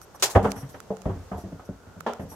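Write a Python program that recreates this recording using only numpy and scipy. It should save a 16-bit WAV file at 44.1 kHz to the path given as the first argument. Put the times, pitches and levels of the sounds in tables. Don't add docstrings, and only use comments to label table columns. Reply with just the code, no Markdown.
import sys
import numpy as np
from scipy import signal
from scipy.fft import rfft, irfft
from scipy.io import wavfile
from scipy.ndimage import uniform_filter1d

SR = 44100
rng = np.random.default_rng(int(sys.argv[2]) if len(sys.argv) > 2 else 0)


def output_pcm(signal):
    pcm = np.clip(np.atleast_2d(signal).T, -1, 1) * 32767
    wavfile.write(sys.argv[1], SR, np.round(pcm).astype(np.int16))


N = 103635
T = np.arange(32768) / SR


def amp(db):
    return 10 ** (np.asarray(db) / 20)


def read(points, hz):
    f, value = np.transpose(points)
    return np.interp(np.log(hz + 1), np.log(f + 1), value)


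def evened(x, size=None):
    return x / np.sqrt(np.mean(x[..., :size] ** 2) + 1e-20)


def add(mix, s, sound):
    start = max(round(s * SR), 0)
    part = mix[:, start:][:, :sound.shape[-1]]
    part += sound[..., :part.shape[1]]


def pan(db):
    return amp([[db / 2], [-db / 2]])


def noise(colour, likeness, size):
    hz = np.fft.rfftfreq(size, 1 / SR)
    mid = np.exp(2j * np.pi * rng.random(len(hz)))
    side = np.exp(2j * np.pi * rng.random(len(hz)))
    same = np.clip(read(likeness, hz), -1, 1)
    mid = mid * np.sqrt(1 + same)
    side = side * np.sqrt(1 - same)
    spectrum = np.array([mid + side, mid - side]) * amp(read(colour, hz))
    return evened(irfft(spectrum, size))


def fade(t60, hold=0):
    return amp(-60 * np.maximum(T - hold, 0) / t60)


def ring(hz, t60):
    return np.sin(2 * np.pi * hz * T) * fade(t60)


def flutter(length, size):
    smooth = uniform_filter1d(rng.standard_normal(length), size=size)
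    return evened(uniform_filter1d(smooth, size=size // 2))


def below(hz, edge_hz):
    return 1 / (1 + (hz / edge_hz) ** 10)


def band(x, edges_hz, kind, order=3):
    return signal.sosfilt(signal.butter(order, edges_hz, kind, fs=SR, output="sos"), x)


# t/s, five band levels/dB (bass, low, body, knock, edge), swell/s, t60/s,
# the struck board's lower and upper f/Hz, their ring level/dB before the bands are levelled
BLOWS = [(.145, -72, -87, -62, -50, -69, 0.002, 0.068, 282, 1015, -14),
         (.3495, -21, -25.5, -23.5, -28.5, -33.5, .009, 0.12, 102.5, 480, -3),
         (0.3586, -19, -23.5, -17, -23.5, -40, 0.0019, 0.072, 96, 609, 3),
         (.3685, -45, -30, -27, -26, -53, 0.0023, .17, 279.5, 796, 0),
         (.428, -35, -30.5, -47, -47, -55, 0.0041, 0.046, 117, 198, 5),
         (.444, -33, -27, -23.5, -27, -42, 0.011, 0.14, 201.6, 441.8, -1),
         (.560, -41, -43.5, -50, -52.5, -54, 0.0035, .18, 111, 476, -14),
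         (.622, -38, -37.5, -75, -54.5, -57.5, 0.015, 0.17, 127.2, 142.8, 1.5),
         (.742, -49, -49, -47.5, -49.5, -54, 0.0016, 0.12, 275.6, 503, -4),
         (1.0546, -28, -30, -32, -44, -54.5, 0.0018, 0.18, 164.5, 623, -11),
         (1.093, -29.5, -36.5, -38, -41.5, -59, 0.0042, 0.13, 99, 376.6, 8),
         (1.155, -37.5, -44.5, -54, -65, -63, 0.0043, 0.18, 87, 189, -9),
         (1.314, -42, -34.5, -37.5, -40.5, -57.5, 0.0072, 0.2, 194, 712, -1),
         (1.348, -37, -69, -57, -58, -71, 0.0025, 0.13, 80, 196, 14),
         (1.380, -50, -47, -43.5, -55, -72, 0.0015, 0.044, 150, 703, 3),
         (1.437, -40, -38, -43.5, -67, -67, .002, 0.22, 191.5, 331, -3.5),
         (1.520, -42.5, -38, -48.5, -63, -67, 0.0027, 0.14, 166, 328, -5.5),
         (1.594, -59, -66, -51.5, -50.5, -63, 0.0011, 0.098, 200, 1270, -6),
         (1.689, -39, -35, -41.5, -58, -84, 0.0024, 0.086, 187.5, 368, -3.5),
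         (1.864, -47.5, -52, -60.5, -60, -69, 0.0039, 0.33, 93.2, 192.6, -15),
         (1.960, -50, -45.5, -57, -75, -78, 0.0036, 0.3, 86, 164, -8),
         (2.193, -41, -38, -39.5, -52, -55.5, 0.006, 0.11, 202, 554, -7.5),
         (2.228, -44, -40.5, -53.5, -59, -85, 0.0033, 0.26, 84.6, 160, -9.5),
         (2.315, -58, -51, -50, -49, -63, 0.001, 0.23, 310, 872, -6.5)]


def steps():
    out = np.zeros((2, N))
    for s, *levels_db, swell_s, t60, low_hz, high_hz, ring_db in BLOWS:
        add(out, s, blow(levels_db, swell_s, t60, low_hz, high_hz, ring_db))
    return out


BAND_EDGES = [28, 130, 300, 750, 1600, 16000]
BAND_PAN_DB = [0, 1, -.7, -1, -1]
# f/Hz, level/dB per Hz
BOARDS = [(35, -28), (60, 1.5), (100, 3), (135, -6.5), (200, -1), (270, -0.5), (310, -8.5), (390, 3),
          (470, 4.5), (750, 1.5), (1200, -8), (1800, -14), (2400, -24.5), (3150, -24.5), (4200, -39.5),
          (6500, -38), (12000, -50)]
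# f/Hz, level/dB relative to HULL_DB, longest t60/s
HULL = [(55.6, -2.5, 0.41), (92.6, 3, 0.24), (109.2, -3.5, 0.26), (159.6, -7, 0.4), (193.5, -0.5, 0.38),
        (274.6, -1, 0.36), (375.5, -0.5, 0.25), (439.5, -3.5, 0.31), (596, 0.5, 0.17), (656.6, -1, 0.25),
        (787, 3, 0.098), (1114, -1.5, 0.086), (1258, -3, 0.065)]
# f/Hz, likeness (1 = the same, 0 = unrelated)
CABIN_SAME = [(60, 1), (180, 0.83), (350, 0.87), (700, 0.85), (1400, 0.54), (2500, 0)]
HULL_DB, HULL_SPREAD_DB, SCATTER_DB = -15, 1, -4.5
FOOT_DAMPING = 3.12
BOARD_RING = 1.23
ONSET_S, HOLD_S, FIRST_SHARE = 0.00084, 0.0078, 0.44
TAIL_DB, TAIL_T60 = -15.5, 0.6


def blow(levels_db, swell_s, t60, low_hz, high_hz, ring_db):
    swell = np.minimum(FIRST_SHARE + (T / swell_s) ** 2, 1)
    decay = fade(t60, HOLD_S) + amp(TAIL_DB) * fade(TAIL_T60)

    modes = [(hz, ring_db, BOARD_RING * t60) for hz in (low_hz, high_hz)]
    for hz, db, ring_s in HULL:
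        mode_db = HULL_DB + db + HULL_SPREAD_DB * rng.standard_normal()
        modes.append((hz, mode_db, min(ring_s, FOOT_DAMPING * t60)))
    rings = [(hz, amp(db) * rng.choice([-1, 1]) * ring(hz, ring_s)) for hz, db, ring_s in modes]

    scatter = rfft(noise(BOARDS, CABIN_SAME, len(T)))
    bins = np.fft.rfftfreq(len(T), 1 / SR)
    out = np.zeros((2, len(T)))
    for db, pan_db, lo, hi in zip(levels_db, BAND_PAN_DB, BAND_EDGES, BAND_EDGES[1:]):
        reflections = irfft(scatter * (below(bins, hi) - below(bins, lo)))
        band_rings = sum(x for hz, x in rings if lo <= hz < hi)
        part = reflections * decay * amp(SCATTER_DB) + band_rings
        onset = 1 - np.exp(-(T / (ONSET_S + .5 / hi)) ** 2)
        out += amp(db) * pan(pan_db) * evened(part * swell * onset, size=1500)
    return out


# t/s, level/dB, swell/s (its sign does not matter),
# rattle level/dB before the knock is levelled, rattle t60/s
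HOLLOW_KNOCK = (.9038, -27, -0.4, -6, 0.12)
PLANK_KNOCK = (2.0632, -25.5, -1, -0.5, 0.2256)
# f/Hz, relative level/dB, t60/s
HOLLOW_MODES = [(198.2, -2.5, 0.2), (191, -13, 0.57), (380, -8, 0.11), (439.7, 1, .18), (548, -21, 0.38),
                (606, -10, 0.076), (688, -14, 0.19), (810, -11, .16), (896, -19, .13)]
PLANK_MODES = [(234.2, -7.5, 0.37), (421, -12.5, 0.45), (661, -0.5, .19), (763, -9, .22), (862, -11, 0.3),
               (900, -8, 0.21), (1004, -8, .21), (1132, -10.5, 0.25), (1366, -12.5, 0.25),
               (1732, -15.5, .18)]
# f/Hz, level/dB per Hz
HOLLOW_RATTLE = [(40, -25), (150, -2.5), (280, -8), (500, 0.5), (820, 0), (1100, -18), (9000, -74)]
PLANK_RATTLE = [(80, -24), (220, -5), (300, -11), (480, 2.5), (800, -1), (1300, -9.5), (1800, -15),
                (2400, -23), (3200, -19), (4100, -29), (7200, -35), (9500, -45), (15000, -50)]
PLANK_PAN_DB = -0.5


def knocks():
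    out = np.zeros((2, N))
    hollow_s, *hollow_settings = HOLLOW_KNOCK
    add(out, hollow_s, panel(HOLLOW_MODES, HOLLOW_RATTLE, *hollow_settings))
    plank_s, *plank_settings = PLANK_KNOCK
    add(out, plank_s, panel(PLANK_MODES, PLANK_RATTLE, *plank_settings) * pan(PLANK_PAN_DB))
    return out


PANEL_ONSET_S, PANEL_TAIL_DB = 0.00089, -15.5


def panel(modes, colour, db, swell_s, rattle_db, rattle_t60):
    rings = sum(amp(mode_db) * rng.choice([-1, 1]) * ring(hz, t60) for hz, mode_db, t60 in modes)
    decay = fade(rattle_t60, HOLD_S) + amp(PANEL_TAIL_DB) * fade(TAIL_T60)
    rattle = noise(colour, CABIN_SAME, len(T)) * decay
    swell = np.minimum(FIRST_SHARE + (T / swell_s) ** 2, 1)
    onset = 1 - np.exp(-(T / PANEL_ONSET_S) ** 2)
    return amp(db) * evened((rings + amp(rattle_db) * rattle) * swell * onset, size=1500)


# t/s, level/dB, hold/s, t60/s, sheen of the treble/dB
CLACKS = [(.197, -47.5, 0.011, 0.17, 2.5), (0.2234, -16.5, 0.012, 0.14, -0.5),
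          (0.299, -38, 0.015, 0.17, 4.5), (0.427, -50.5, 0.011, 0.5, 5), (0.504, -46.5, 0.0086, .08, 4),
          (0.691, -55.5, 0.013, 0.11, 7), (1.379, -60, .03, .12, 6)]
# f/Hz, level/dB per Hz
CLACK_COLOUR = [(71, -42), (120, -13), (222, -33), (385, -3.5), (530, -10), (892, -2), (1140, -9),
                (1720, -8), (2110, -10), (6630, -4), (10200, -14), (14700, -15), (16000, -26)]
# f/Hz, level/dB
CLACK_BALANCE = [(180, 1), (550, 1), (1650, -2.3), (4970, 0.62)]
# f/Hz, likeness (below 0 = opposed)
CLACK_SAME = [(300, 0.88), (1000, 0.81), (2200, 0.18), (4500, -0.036), (8000, 0.33), (13000, -0.33)]
CLACK_SHEEN_HZ, CLACK_ROUGH_DB = 7540, 1
CLACK_RING_DB, CLACK_RING_T60, CLACK_RING_HZ = -5.5, 0.49, 1360


def clacks():
    out = np.zeros((2, N))
    hz = np.fft.rfftfreq(len(T), 1 / SR)
    balance = read(CLACK_BALANCE, hz)
    for s, db, hold, t60, sheen_db in CLACKS:
        sheen = sheen_db * (1 - below(hz, CLACK_SHEEN_HZ))
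        tone = amp([sheen + balance / 2, sheen - balance / 2])
        crack = irfft(rfft(noise(CLACK_COLOUR, CLACK_SAME, len(T))) * tone)
        roughness = amp(CLACK_ROUGH_DB * flutter(len(T), size=160))
        crack = crack * fade(t60, hold) * roughness
        low = band(noise(CLACK_COLOUR, CABIN_SAME, len(T)), CLACK_RING_HZ, "lowpass")
        low = amp(CLACK_RING_DB) * low * fade(CLACK_RING_T60)
        onset = np.minimum(T / ONSET_S, 1)
        add(out, s, amp(db) * (crack + low) * onset)
    return out


# t/s, snap level/dB, knock level/dB, left minus right/dB,
# sheen of the treble/dB
TICKS = [(0.016, -46, -39.5, -14.5, 5), (0.5183, -26.5, -38, -8.5, -9), (.803, -42, -33.5, -11.5, 3),
         (.969, -51, -43, -17, -13), (1.019, -46, -45, -12, -2), (2.005, -43, -48, 6, 3),
         (2.0076, -42.5, -30.5, -16.5, 9.5), (2.1352, -40.5, -34, -12, 0)]
# f/Hz, level/dB per Hz
TICK_COLOUR = [(300, -21), (1400, -19), (2400, -2), (3400, -0.5), (4400, -6.5), (6800, 3.5), (8000, -4),
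               (9300, -4), (12500, -9), (15500, -11)]
TICK_T60, TICK_SHEEN_HZ = 0.0075, 10700
TICK_KNOCK_HZ, TICK_KNOCK_T60 = 1326, 0.012


def ticks():
    out = np.zeros((2, N))
    hz = np.fft.rfftfreq(len(T), 1 / SR)
    knock = ring(TICK_KNOCK_HZ, TICK_KNOCK_T60)
    for s, snap_db, knock_db, pan_db, sheen_db in TICKS:
        sheen = amp(sheen_db * (1 - below(hz, TICK_SHEEN_HZ)))
        snap = irfft(rfft(noise(TICK_COLOUR, CLACK_SAME, len(T))) * sheen)
        snap = evened(snap * fade(TICK_T60), size=64)
        add(out, s, (amp(snap_db) * snap + amp(knock_db) * knock) * pan(pan_db))
    return out


# t/s, length/s, level/dB
WHIRS = [(.010, 0.043, -50.5), (0.141, 0.032, -51), (0.491, 0.03, -53), (0.553, 0.079, -46.5),
         (0.596, 0.2, -58.5), (1.367, 0.07, -55), (1.646, 0.033, -60.5), (2.192, 0.058, -56.5),
         (2.288, 0.064, -48)]
# f/Hz before each run's speed shift, width/Hz, relative level/dB
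LENS = [(5780, 130, -9), (8580, 170, -12), (11340, 110, -6.5), (14020, 90, -17)]
LENS_SKIRT_HZ, LENS_SKIRT_DB = 800, -4
LENS_SPEED_SPREAD, FLUTTER_DB = 0.0033, 3


def resonance(centre_hz, width_hz):
    hz = np.linspace(1, SR / 2, 4096)
    level_db = -10 * np.log10(1 + (2 * (hz - centre_hz) / width_hz) ** 2)
    return noise(np.c_[hz, level_db], CLACK_SAME, len(T))


def lens():
    out = np.zeros((2, N))
    for s, length, run_db in WHIRS:
        arch = np.maximum(np.sin(np.pi * np.minimum(T / length, 1)), 0)
        gate = amp(run_db) * arch ** 0.54
        speed = 1 + LENS_SPEED_SPREAD * rng.standard_normal()
        for f, width, db in LENS:
            whistle = resonance(f * speed, width)
            skirt = resonance(f * speed, LENS_SKIRT_HZ)
            level = amp(db + FLUTTER_DB * flutter(len(T), size=900))
            add(out, s, gate * level * (whistle + amp(LENS_SKIRT_DB) * skirt))
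    return out


# f/Hz, level/dB per Hz
HUSH = [(20, -22), (64, -1), (301, -10), (430, -6), (1400, -16.5), (2220, -25), (4250, -27.5),
        (6380, -25.5), (10400, -35.5), (14400, -34.5), (16000, -46)]
# t/s, level/dB
HUSH_LEVEL = [(0, -51.5), (.8, -50), (1.3, -49), (1.8, -53), (2.35, -50.5)]
# f/Hz, likeness (1 = the same, 0 = unrelated)
HUSH_SAME = [(60, 0.69), (500, 0.72), (1500, 0.48), (4000, 0.061)]
# t/s, level/dB
WHINE_LEVEL = [(1.45, -70), (1.65, -62), (2.0, -61.5), (2.2, -82)]
WHINE_HZ, WHINE_WIDTH_HZ = 1432, 180


def hush():
    t = np.arange(N) / SR
    air = noise(HUSH, HUSH_SAME, N) * amp(np.interp(t, *np.transpose(HUSH_LEVEL)))
    edges_hz = [WHINE_HZ - WHINE_WIDTH_HZ / 2, WHINE_HZ + WHINE_WIDTH_HZ / 2]
    whine = evened(band(noise(HUSH, HUSH_SAME, N), edges_hz, "bandpass", order=2))
    return air + whine * amp(np.interp(t, *np.transpose(WHINE_LEVEL)))


def scene():
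    return steps() + knocks() + clacks() + ticks() + lens() + hush()


LOW_CUT_HZ, EDGE_HZ = 40, 16000


def record(dry):
    low_cut = band(dry, LOW_CUT_HZ, "highpass", order=2)
    limit = signal.firwin(255, EDGE_HZ, window=("kaiser", 9), fs=SR)
    return signal.oaconvolve(low_cut, limit[None], "same")


dry = scene()
out = record(dry)
output_pcm(out)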